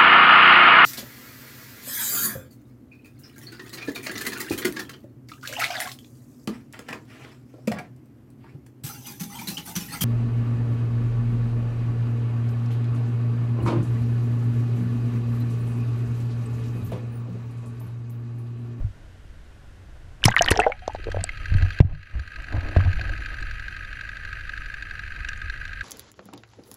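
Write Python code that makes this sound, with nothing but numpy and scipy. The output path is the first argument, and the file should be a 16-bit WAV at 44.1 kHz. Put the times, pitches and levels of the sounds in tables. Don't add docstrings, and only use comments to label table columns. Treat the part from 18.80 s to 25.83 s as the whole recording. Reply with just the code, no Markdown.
import sys
import numpy as np
from scipy import signal
from scipy.fft import rfft, irfft
from scipy.io import wavfile

SR = 44100
rng = np.random.default_rng(int(sys.argv[2]) if len(sys.argv) > 2 else 0)


def volts_from_db(level):
    exponent = np.asarray(level, float) / 20
    return 10 ** exponent


def master_out(mix):
    frames = np.transpose(np.atleast_2d(mix))
    ceiling = np.clip(frames, -1, 1)
    pcm = np.round(ceiling * 32767).astype(np.int16)
    wavfile.write(sys.argv[1], SR, pcm)


N = 310155


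def rms_one(x):
    return x / np.sqrt(np.mean(x ** 2) + 1e-20)


def in_time(rows, outside=None):
    s, *columns = np.transpose(rows)
    return [np.interp(np.arange(N) / SR, s, c, outside, outside) for c in columns]


def butter(x, hz, kind, order=2):
    return signal.sosfilt(signal.butter(order, hz, kind, fs=SR, output="sos"), x)


def drift(rate_hz):
    return rms_one(butter(rng.standard_normal(N + SR), rate_hz, "low")[SR:])


def resonate(x, modes):
    out = 0
    for k, (hz, width_hz, db) in enumerate(modes):
        r = np.exp(-np.pi * width_hz / SR)
        zeros = np.array([1, 0, -1]) * (1 - r * r) / 2
        poles = [1, -2 * r * np.cos(2 * np.pi * hz / SR), r * r]
        out = out + (-1) ** k * volts_from_db(db) * signal.lfilter(zeros, poles, x)
    return out


def add(out, s, sound):
    at = round(s * SR)
    out[at:at + len(sound)] += sound[:max(N - at, 0)]


def swell(s, hold_s, attack_s, release_s):
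    t = np.arange(N) / SR - s
    return np.exp(np.minimum(t, 0) / attack_s - np.maximum(t - hold_s, 0) / release_s)


def motion():
    # time in seconds, level in dB.
    sway = [(0, -46.5), (1.4, -48), (2.0, -45.5), (2.6, -34.5), (3.2, -53), (3.6, -40), (4.5, -34),
            (5.3, -42.5), (5.6, -38), (6.0, -40), (6.56, -37.5), (7.03, -39.5)]
    # start in seconds, hold in seconds, rumble in dB, rubbing in dB re rumble.
    jerk_rows = [(0, 0.0043, -27.5, -18.5), (1.233, 0.11, -51, -34), (1.456, 0.026, -29, -4),
                 (1.643, 0.17, -34.5, -2.5), (2.097, 0.12, -61.5, -2), (2.275, 0.14, -36.5, -15),
                 (2.615, 0.017, -56, 3), (2.725, 0.13, -25, -22.5), (3.053, 0.067, -33.5, -17),
                 (3.347, 0.024, -31.5, -17.5), (3.589, 0.016, -56, 7), (3.729, 0.047, -34.5, 1.5),
                 (3.845, 0.22, -38, -3), (4.044, 0.17, -37.5, -21), (4.181, 0.12, -39.5, -6.5),
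                 (4.327, 0.066, -46, -6), (4.503, 0.026, -51.5, 0.5), (4.604, 0.06, -54, -10)]
    # resonance in Hz, width in Hz, level in dB.
    creak = [(299, 60, 5.5), (205, 50, -5), (558, 444, 1), (741, 260, 5.5), (970, 460, -3.5)]
    calm_shake_db, shake_follows_sway, jerk_shake_db, calm_rub_db = -50.5, 0.85, -5, -55
    sway_db, = in_time(sway)
    jerks = [(db, rub_db, swell(s, hold_s, attack_s=0.015, release_s=0.035))
             for s, hold_s, db, rub_db in jerk_rows]
    jerked = sum(volts_from_db(db) * shape for db, _, shape in jerks)
    rubbed = volts_from_db(calm_rub_db) * gain() + sum(volts_from_db(db + rub_db) * shape for db, rub_db, shape in jerks)
    calm_shake = volts_from_db(calm_shake_db + shake_follows_sway * (sway_db - sway_db.mean()))
    shaken = calm_shake + volts_from_db(jerk_shake_db) * jerked

    rumble = butter(rng.standard_normal(N), 56.2, "low", order=3)
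    rumble = rms_one(butter(rumble, 3.3, "high"))
    shake = resonate(rng.standard_normal(N), [(91.03, 4, 11.5), (117.8, 62, -9.0)])
    shake = rms_one(butter(shake, 170, "low", order=4))
    rub = rms_one(butter(resonate(rng.standard_normal(N), creak), 1100, "low"))
    rub = rub * volts_from_db(2.5 * drift(25))
    lumps = volts_from_db(2 + drift(2.6))
    return (sway_db_to_level := volts_from_db(sway_db) + jerked) * lumps * rumble + shaken * shake + volts_from_db(-4.5) * rubbed * rub


def hiss():
    # frequency in Hz, level in dB per Hz.
    spectrum = [(76, 2.5), (130, 3.5), (152, -4), (222, -5.5), (266, -21), (299, -10), (704, -19),
                (1250, -19.5), (1440, -13), (2300, -21), (3000, -21.5), (4200, -27), (16200, -62.5)]
    level_db = -50.5
    hz, db = np.transpose(spectrum)
    bin_hz = np.arange(N // 2 + 1) * SR / N
    shape = np.interp(np.log(bin_hz + 1), np.log(hz), volts_from_db(db), 0, 0)
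    return volts_from_db(level_db) * rms_one(irfft(rfft(rng.standard_normal(N)) * shape, N))


def knocks():
    # start in seconds, swing in dB, pitch in Hz (negative if pulled outward first), t60 in seconds,
    # click in dB re swing.
    blows = [(0.043, -13, 98.5, 0.15, -29), (1.454, -4.5, 117, 0.14, -25), (1.4564, 2.5, -130, 0.045, -27),
             (1.484, -17, 197, 0.074, -40), (1.599, -24.5, 154, 0.075, -40), (1.788, -21, 229, 0.046, -38),
             (2.415, -24.5, 162, 0.062, -40), (4.129, -31, 148, 0.14, -25), (4.22, -22.5, 89, 0.16, -25),
             (1.711, -6, 85.5, 0.078, -35), (2.362, -21.5, 94, 0.18, -29), (2.7205, 0, -65, 0.036, -46),
             (2.7374, -7, 82, 0.031, -52), (2.7491, -3.5, 98, 0.089, -48), (2.824, -8.5, 82, 0.14, -47),
             (2.846, -17.5, 90, 0.26, -27), (3.0029, -22, 102.5, 0.014, 17), (3.0043, 10, 125, 0.03, -40),
             (3.008, 8, -70, 0.021, -45), (3.023, -17.5, 95, 0.39, -27), (3.047, -6, 96.5, 0.059, -41),
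             (3.131, -29.5, 146, 0.19, -42), (3.351, -12, 60, 0.1, -25), (3.388, -19.5, 72.5, 0.14, -40),
             (3.7389, -14, 94.5, 0.18, -13), (3.776, -10.5, 86.5, 0.11, -25), (3.964, -21.5, 80, .02, 12.5),
             (3.967, 4, -74, 0.051, -29), (3.985, -3.5, 90.5, 0.071, -17), (3.998, -15, 100.5, 0.45, -10),
             (4.052, -8.5, 81.5, 0.13, -30), (4.075, -10.5, 87, 0.16, -38), (.035, -18, 48, .15, -50),
             (6.4, -23, 62, .07, -40), (6.64, -28, 70, .15, -40)]
    out, t = np.zeros(N), np.arange(SR // 3) / SR
    swing_rise_s = 0.0034
    thud = 1.4 * np.cos(2 * np.pi * 200 * t) * (1 - np.exp(-t / 0.0051)) * np.exp(-t / 0.0044)
    click = -np.sin(2 * np.pi * 450 * t) * np.exp(-t / 0.00096)
    for s, db, hz, t60_s, click_db in blows:
        swing = -np.sin(2 * np.pi * hz * t) * 0.97 * (1 - np.exp(-t / swing_rise_s)) * volts_from_db(-60 * t / t60_s)
        shudder = 0.3 * butter(rng.standard_normal(len(t)), 2500, "low", order=3) * np.exp(-t / 0.0045)
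        add(out, s, volts_from_db(db) * (swing + volts_from_db(click_db) * (thud + click + shudder)))
    return out


def bubbles(rows):
    out, t = np.zeros(N), np.arange(SR // 8) / SR
    snap_shape = (1 - np.exp(-t / 0.00024)) * (np.exp(-t / 0.00044) + 0.15 * np.exp(-t / 0.0045))
    for s, db, hz, t60_s, rise_share, snap_db in rows:
        waver = rms_one(butter(rng.standard_normal(len(t)), hz / 6, "low"))
        waver_rad = min(hz / 2500, 0.45) * waver
        phase = 2 * np.pi * hz * (t + rise_share * t ** 2 / t60_s) + waver_rad
        ring = -np.sin(phase) * (1 - np.exp(-t * hz * 2)) * volts_from_db(-60 * t / t60_s)
        torn = butter(rng.standard_normal(len(t)), [.55 * hz, min(1.9 * hz, 15000)], "band")
        add(out, s, volts_from_db(db) * (ring + volts_from_db(snap_db) * rms_one(torn) * snap_shape))
    return out


def swarms(rise_share, snap_db):
    # from in seconds, to in seconds, bubble count, lowest pitch in Hz, highest pitch in Hz.
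    spans = [
        (1.49, 1.76, 26, 800, 3400),
        (1.76, 1.92, 30, 600, 3200),
        (2.26, 2.45, 8, 450, 950),
    ]
    levels_db = [-19.5, -36, -39]
    ring_cycles = 18
    rows = []
    for (start, end, count, low_hz, high_hz), db in zip(spans, levels_db):
        for when, pitch, size in rng.random((count, 3)):
            hz = low_hz * (high_hz / low_hz) ** pitch
            bubble_db = db - 2 * (4 * size - 2)
            rows.append((start + when * (end - start), bubble_db, hz, ring_cycles / hz, rise_share, snap_db))
    return rows


def spray():
    # time in seconds, peak in dB.
    sheets = [(1.456, -21), (1.485, -37.5), (1.52, -40.5), (1.575, -35), (1.624, -29.5), (1.66, -39.5),
              (1.712, -22.5), (1.797, -31.5), (1.835, -46.5), (1.888, -49.5)]
    drops_per_s = 1500 * volts_from_db(5 * drift(60))
    born = rng.random(N) < drops_per_s / SR
    sizes = volts_from_db(4 * np.minimum(rng.exponential(1, N), 4)) * born
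    pitch_class = rng.integers(0, 14, N)
    drops = 0
    for k, hz in enumerate(np.geomspace(900, 9000, 14)):
        struck = sizes * (pitch_class == k) + 1e-18
        drops = drops + resonate(resonate(struck, [(hz, hz / 5, 0)]), [(hz, hz / 5, -2.2 * k)])
    level = sum(volts_from_db(db) * swell(s, 0, attack_s=0.003, release_s=0.016) for s, db in sheets)
    return level * rms_one(drops)


def water():
    # start in seconds, peak in dB, pitch in Hz, t60 in seconds.
    gurgles = [(1.482, 0, 766, 0.016), (1.609, -3.5, 675, 0.041), (1.714, 4.5, 394.5, 0.011),
               (1.763, -11, 720, 0.02), (1.791, -4, 768, 0.036), (1.798, -8, 720, 0.05),
               (1.816, -21, 700, 0.032), (1.865, -8, 791, 0.051), (1.872, -18, 734, 0.058),
               (1.898, -17.5, 600, 0.031), (2.079, -1.5, 643, 0.0079), (2.096, -25, 850, 0.054),
               (2.149, -7, 640, 0.008), (2.155, -29, 824, 0.035), (2.196, -29.5, 348, 0.024),
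               (2.258, -30, 398, 0.027), (2.269, -13.5, 444, 0.022), (2.278, -21, 487, .02),
               (2.287, -12.5, 485, 0.015), (2.184, -35, 420, .02), (2.237, -37, 477, .02),
               (2.828, -30.5, 694, 0.028), (2.856, -36, 700, 0.03), (3.024, -32, 694, 0.027),
               (3.122, -40.5, 698, 0.029), (3.963, -8.5, 657, 0.021), (4.058, -29.5, 700, .04),
               (4.192, -33, 714, 0.044), (3.985, -31, 620, .03), (2.345, -13, 570, 0.021),
               (2.37, -8, 563, 0.0094), (2.387, -30, 680, 0.054), (2.44, -21.5, 700, 0.023),
               (4.004, -12.5, 1210, 0.0067), (4.295, -35, 560, .05), (4.325, -33, 305, .05),
               (4.41, -38, 320, .04), (4.615, -38, 300, .05), (4.515, -36, 380, .015),
               (3.92, -33, 310, .05), (4.04, -30, 270, .06)]
    # start in seconds, peak in dB, pitch in Hz, t60 in seconds.
    pops = [(1.431, -19, 1560, 0.014), (1.478, -21, 5130, 0.026), (1.483, -14, 6000, 0.011),
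            (1.49, -12, 1950, 0.018), (1.517, -18, 1580, 0.044), (1.54, -18, 1500, 0.039),
            (1.565, 3, 2000, 0.01), (1.568, -12.5, 1810, 0.074), (1.583, -8, 1600, 0.011),
            (1.592, -4.5, 2920, 0.017), (1.611, -16.5, 1610, 0.059), (1.622, 4.5, 6200, 0.0028),
            (1.678, -12.5, 1836, 0.076), (1.774, -14, 5460, 0.0085), (1.798, -11.5, 8460, 0.0046),
            (1.801, -6.5, 2590, 0.016), (1.818, -13.5, 1750, 0.018), (1.828, -21, 1970, 0.086),
            (1.92, -18, 2200, 0.029), (2.44, -3, 7960, 0.0053), (2.492, -16.5, 2070, 0.022),
            (3.965, -26.5, 1740, 0.0097), (4.195, -20.5, 2370, 0.012), (1.764, -27, 1900, 0.033),
            (1.792, -13, 1430, 0.042), (1.836, -16.5, 2050, 0.044), (1.867, -22, 1476, 0.039),
            (1.92, -22.5, 1431, 0.018), (1.644, -17.5, 4550, 0.015), (1.718, -20, 4230, 0.029),
            (1.421, -36, 2500, .02), (1.629, -20.5, 1880, 0.04), (1.454, -5.5, 2160, 0.0097)]
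    # start in seconds, peak in dB, pitch in Hz, t60 in seconds,
    # pitch rise as a share.
    pocket = [(1.453, -12.5, 315, 0.031, 0.014), (1.571, -8, 1220, 0.017, 0.046),
              (1.775, -18, 445, 0.063, 0.066), (1.684, -15, 740, 0.02, 0.089),
              (1.726, -33, 456, 0.53, .022), (1.789, -12, 403, 0.096, 0.23), (1.838, -24, 748, 0.25, 0),
              (1.864, -14.5, 460, 0.12, 0.174), (1.865, -5.5, 607, 0.039, 0.098),
              (1.9, -28.5, 800, 0.12, 0.054), (2.021, -40, 717, 0.24, .17)]
    # start in seconds, peak in dB, pitch in Hz, snap in dB re ring.
    slaps = [(1.44, -2.5, 2940, -4), (1.454, -3, 10400, -4.5), (1.456, -3.5, 5500, 3.5),
             (1.486, -12.5, 1500, -3), (1.507, -33, 6800, -0.5), (1.583, -18, 3680, -1),
             (1.61, -34, 8800, 3), (1.655, -34, 6500, 6), (1.743, -46.5, 7000, 3),
             (1.762, -40.5, 7000, -3.5), (1.771, -50, 8000, -9), (1.8, -29.5, 6000, 1),
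             (1.661, -12, 1510, 2), (1.685, -4.5, 2970, -11), (1.709, -8, 2650, -6.5),
             (1.706, -8, 10500, 0.5), (1.7121, -9.5, 9200, 6.5), (1.73, -31, 4800, -6),
             (1.718, -5, 1920, -2), (1.754, -35, 5660, -2), (1.808, -32, 7600, -5),
             (1.844, -15.5, 2000, -27), (2.243, -42, 1900, 13.5), (2.317, -35, 1810, 13),
             (2.411, -30, 1900, 1), (2.302, -47, 7500, 8), (2.078, -33, 3500, 11), (2.134, -46, 7000, 8),
             (1.882, -46, 5600, -6), (1.898, -49, 6400, 3), (1.774, -18.5, 2300, 5.5),
             (3.622, -56, 7000, 18), (4.61, -43, 7900, -5), (6.487, -24.5, 2800, 3), (6.489, -29, 5750, 4),
             (2.149, -42, 4000, 10), (2.441, -24, 4600, -8), (2.77, -42, 8500, 0), (2.925, -33, 3300, -8),
             (3.008, -44, 5500, 10), (6.575, -40, 6700, 3), (6.879, -34, 3000, 0), (2.32, -40, 6000, 8)]
    rise_share, gurgle_snap_db, pop_snap_db, pocket_snap_db = 0.038, -16, -29.5, -45.5
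    slap_t60_s, slap_t60_power = 0.0084, 0.34
    rows = [(*row, rise_share, gurgle_snap_db) for row in gurgles]
    rows += [(*row, pocket_snap_db) for row in pocket]
    rows += [(*row, rise_share, pop_snap_db) for row in pops]
    for s, db, hz, snap_db in slaps:
        t60_s = slap_t60_s * (hz / 1000) ** slap_t60_power
        rows.append((s, db, hz, t60_s, rise_share, snap_db))
    rows += swarms(0.12, pop_snap_db)
    return butter(bubbles(rows) + spray(), 6740, "low", order=2)


def ticks():
    # start in seconds, peak in dB.
    droplets = [(1.437, -50.5), (1.4403, -47), (1.4451, -29), (1.453, -21), (1.4518, -8.5), (1.46, -17),
                (1.4786, -44), (1.482, -39), (1.486, -38), (1.4896, -46), (1.5064, -36), (1.5463, -42),
                (1.5504, -59.5), (1.56, -29), (1.5664, -37.5), (1.5825, -45), (1.5913, -39), (1.6094, -47),
                (1.6206, -20), (1.6444, -56), (1.6544, -53.5), (1.661, -24), (1.6845, -38), (1.7047, -45),
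                (1.7086, -28), (1.7133, -11), (1.7165, -36), (1.7194, -41.5), (1.7289, -50), (1.7536, -45),
                (1.7635, -64), (1.7743, -46.8), (1.7995, -38), (1.9206, -52), (2.079, -53), (2.1333, -58),
                (2.319, -55), (2.4416, -41)]
    decay_s, tail_s, tail_db = 0.00092, 0.0013, -32
    out, t = np.zeros(N), np.arange(SR // 30) / SR
    crack = (1 - np.exp(-t / 0.00086)) * (np.exp(-t / decay_s) + volts_from_db(tail_db) * np.exp(-t / tail_s))
    for s, db in droplets:
        add(out, s, volts_from_db(db + 1.5) * crack)
    noise = butter(rng.standard_normal(N), [6400, 15600], "band")
    return out * rms_one(butter(noise, 9000, "low", order=1))


def contacts():
    # share of cycle 0-1, dull in dB, bright in dB, decay in seconds, strike in dB.
    cycle = [
        (0, -9, 1, 0.0038, 0),
        (.31, -8, -8.5, 0.005, -9),
        (.505, -11, -7, .004, -3),
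        (.7, -10, -7, .0037, -10),
        (.81, -8, -5, 0.0037, -9),
    ]
    # firing time in seconds, firing in dB, valve half a turn later in dB. At 2.316 s a pop # stands
    firings = [(2.1591, 1.7, 1.9), (2.2406, 4.5, 1.3), (2.316, 8.8, 5.5), (2.4055, 2.5, -1.4),
               (2.4904, 12.7, 0.0), (2.5718, 0.6, -0.8), (2.6561, 7.0, 5.0), (2.7387, 4.3, 7.6),
               (2.8223, 5.0, 3.4), (2.9043, 5.0, 0.4), (2.9868, 5.4, -13.3), (3.0698, -14.4, -8.8),
               (3.1486, 2.0, -0.4), (3.2287, 4.9, 3.7), (3.3097, -1.9, 2.2), (3.3937, 7.2, 3.5),
               (3.4755, 4.1, 6.8), (3.5582, 5.0, 3.7), (3.6411, 1.7, 4.4), (3.7238, 4.7, 5.4),
               (3.8065, 0.7, 1.9), (3.8853, 1.1, 1.3), (3.9678, 5.6, 6.8), (4.0482, -0.3, 1.5),
               (4.1292, 4.0, 1.6), (4.2114, 5.8, 4.0), (4.2926, 2.8, 3.1), (4.376, -1.5, 3.2),
               (4.459, 3.9, 2.4), (4.5411, 0.9, 5.0), (4.6251, 4.0, 2.8), (4.7102, 3.8, 3.3),
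               (4.7956, 3.8, 2.3), (4.881, 4.3, 3.8), (4.9643, 3.1, 1.7), (5.047, -1.0, -0.9),
               (5.1283, 3.0, 1.8), (5.2095, 4.7, 4.5), (5.2902, 5.1, -0.7), (5.3685, 3.7, -0.2),
               (5.4496, 4.1, 2.1), (5.5283, 5.8, 5.2), (5.608, -0.3, 0.9), (5.693, 5.6, 5.7),
               (5.7757, 3.9, 5.6), (5.8584, 2.3, 3.7), (5.9399, 5.5, 2.1), (6.0233, 6.2, 0.9),
               (6.1092, 3.5, 5.3), (6.1924, 4.9, 5.3), (6.277, -2.1, 4.0), (6.3614, 0.1, 5.5),
               (6.4467, 5.7, 8.6), (6.5312, 3.9, -2.7), (6.6161, 4.8, 2.8), (6.6974, 6.9, 6.2),
               (6.7749, -2.3, 5.7), (6.8522, 5.7, 3.1), (6.9313, 3.5, 1.8), (7.0086, 8.1, 4.9)]
    cycle_s = .084
    early = [(firings[0][0] - k * cycle_s, 0, 0) for k in (5, 4, 3, 2, 1)]
    s, fire_db, valve_db = np.transpose(early + list(firings))
    fire_db, valve_db = np.clip([fire_db, valve_db], -6, 8)
    marks = np.append(s, s[-1] + cycle_s)
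    strikes = np.full((2, N), 1e-18)
    dull, bright = np.full(N, .12), np.full(N, .15)
    t, even = np.arange(SR // 20) / SR, 0 * s
    forces_db = [fire_db, even, valve_db, even, even]
    for (share, dull_db, bright_db, decay_s, strike_db), force_db in zip(cycle, forces_db):
        late, sharp = rng.standard_normal((len(s), 2)).T
        starts = np.interp(np.arange(len(s)) + share, np.arange(len(marks)), marks) + .002 * share * late
        burst = (1 - np.exp(-t / 0.001)) * np.exp(-t / decay_s)
        rows = 1 if share > 0 else 2
        for start, db, edge in zip(starts, force_db, sharp):
            add(dull, start, volts_from_db(dull_db + db) * burst)
            add(bright, start, volts_from_db(bright_db + db + 1.5 * edge) * burst)
            strikes[:rows, min(round(start * SR), N - 1)] = volts_from_db(db + strike_db + edge * share)
    return marks, dull, bright, strikes


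def plates(strikes, sunk):
    # pitch in Hz, width in Hz, level in dB, dB gained with depth, 1 if only the firing reaches it.
    modes = [(1610, 165, 0, 6.5, 0), (1930, 220, -7, 3, 0), (2580, 200, -10, 3, 0), (4150, 500, -11, -1, 1),
             (3700, 400, -27, 20, 1), (5750, 250, -25, 1, 1), (6800, 300, -27, 2, 1),
             (7500, 250, -40, 10, 1)]
    out, unit = 0, signal.unit_impulse(SR // 20)
    for hz, width_hz, db, grows_db, firing in modes:
        mode = [(hz, width_hz, 0)]
        ring = resonate(resonate(strikes[firing], mode), mode)
        peak = np.max(resonate(resonate(unit, mode), mode))
        out = out + volts_from_db(10.5 + grows_db * sunk + db) * ring / peak
    return out


def squeal(marks):
    # pitch in Hz, wander in Hz, wander rate in Hz, level in dB.
    tones = [(5990, 25, 30, 1), (10350, 200, 200, -5)]
    turn = np.interp(np.arange(N) / SR, marks, np.arange(len(marks))) % 1
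    rubbing = np.exp(-((turn - .43) / .15) ** 4) * volts_from_db(1.5 * drift(8))
    out = 0
    for hz, wander_hz, rate_hz, db in tones:
        phase = 2 * np.pi * np.cumsum(hz + wander_hz * drift(rate_hz)) / SR
        out = out + volts_from_db(db) * np.sin(phase)
    return rms_one(rubbing * out)


def cancel(hull, sunk):
    # notch in Hz, width in Hz, depth 0-1 near the surface, depth 0-1 when sunk.
    notches = [(1380, 60, 1, .97), (1846, 22, 0.3, .55), (2700, 110, .05, 0.3), (3320, 140, .05, .6),
               (4440, 120, .3, .5), (5130, 250, .2, .35)]
    for hz, width_hz, near, deep in notches:
        depth = np.minimum(near + (deep - near) * sunk, 1)
        hull = hull - depth * resonate(hull, [(hz, width_hz, 0)])
    return hull


def engine():
    # time in seconds, level through the water in dB.
    through_water = [(1.746, -49), (2.074, -44), (2.404, -41.5), (2.739, -38), (3.065, -37.5), (3.393, -41),
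                     (3.72, -38.5), (4.047, -37), (4.375, -37), (4.708, -38.5), (5.047, -39.5),
                     (5.37, -40.5), (5.693, -39.5), (6.022, -41), (6.358, -39.5), (6.694, -40.5),
                     (7.009, -41)]
    # pitch in Hz, width in Hz, level in dB.
    dull_modes = [(1260, 57, 5), (1694, 344, 3), (1834, 132, 9), (1900, 187, 4.5), (2530, 230, 1.5),
                  (2813, 158, -2), (3183, 67, -3.5)]
    # pitch in Hz, width in Hz, level in dB.
    bright_modes = [(3350, 490, 5.5), (4150, 490, 9), (4710, 370, 4.5), (5740, 230, -4), (6380, 540, -26.5),
                    (6850, 250, -4.5), (6430, 770, -16), (9400, 1500, -18.5), (13500, 1900, -44)]
    t = np.arange(N) / SR
    marks, dull, bright, strikes = contacts()
    rattle = rng.standard_normal(N)
    water_db = in_time(through_water + [(N / SR, *through_water[-1][1:])], -120)[0]
    shallow = 1 / (1 + np.exp((t - 2.14) / 0.46))
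    sunk = 1 / (1 + np.exp((4.4 - t) / .8))
    bright_db = -10.5 + shallow
    squeal_db = -28.5 + 5.6 * shallow
    low = rms_one(butter(resonate(dull * rattle, dull_modes), 860, "high", order=6))
    low = low + resonate(low, [(3220, 250, 4.5)]) * shallow
    low = low + resonate(low, [(1610, 240, 5)]) * sunk
    low = low + plates(strikes, sunk)
    high = rms_one(butter(resonate(bright * rattle, bright_modes), 3600, "high", order=4))
    hull = cancel(low + volts_from_db(bright_db) * high, sunk)
    return volts_from_db(water_db - 2.5) * (hull + volts_from_db(squeal_db) * squeal(marks))


def gain():
    # time in seconds, depth in dB.
    ducks = [
        (1.869, -7),
        (2.996, -23),
    ]
    gain_db, recover_s, lasting_share = -2.5, 0.28, 0.011
    t = np.arange(N) / SR
    for s, db in ducks:
        left = lasting_share + (1 - lasting_share) * np.exp(-np.abs(t - s) / recover_s)
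        gain_db = gain_db + db * (t > s) * left
    return volts_from_db(gain_db)


def scene():
    quiet = gain() * (hiss() + engine())
    return (motion() + knocks() + quiet + water() + ticks())[None]


def roll_off(x):
    return signal.sosfilt(signal.butter(12, 16470, fs=SR, output="sos"), x)


def record(dry):
    top = signal.cheby2(10, 60, 16300, fs=SR, output="sos")
    mix = np.clip(signal.sosfilt(top, dry), -1, 1)
    return roll_off(mix)


dry = scene()
out = record(dry)
master_out(out)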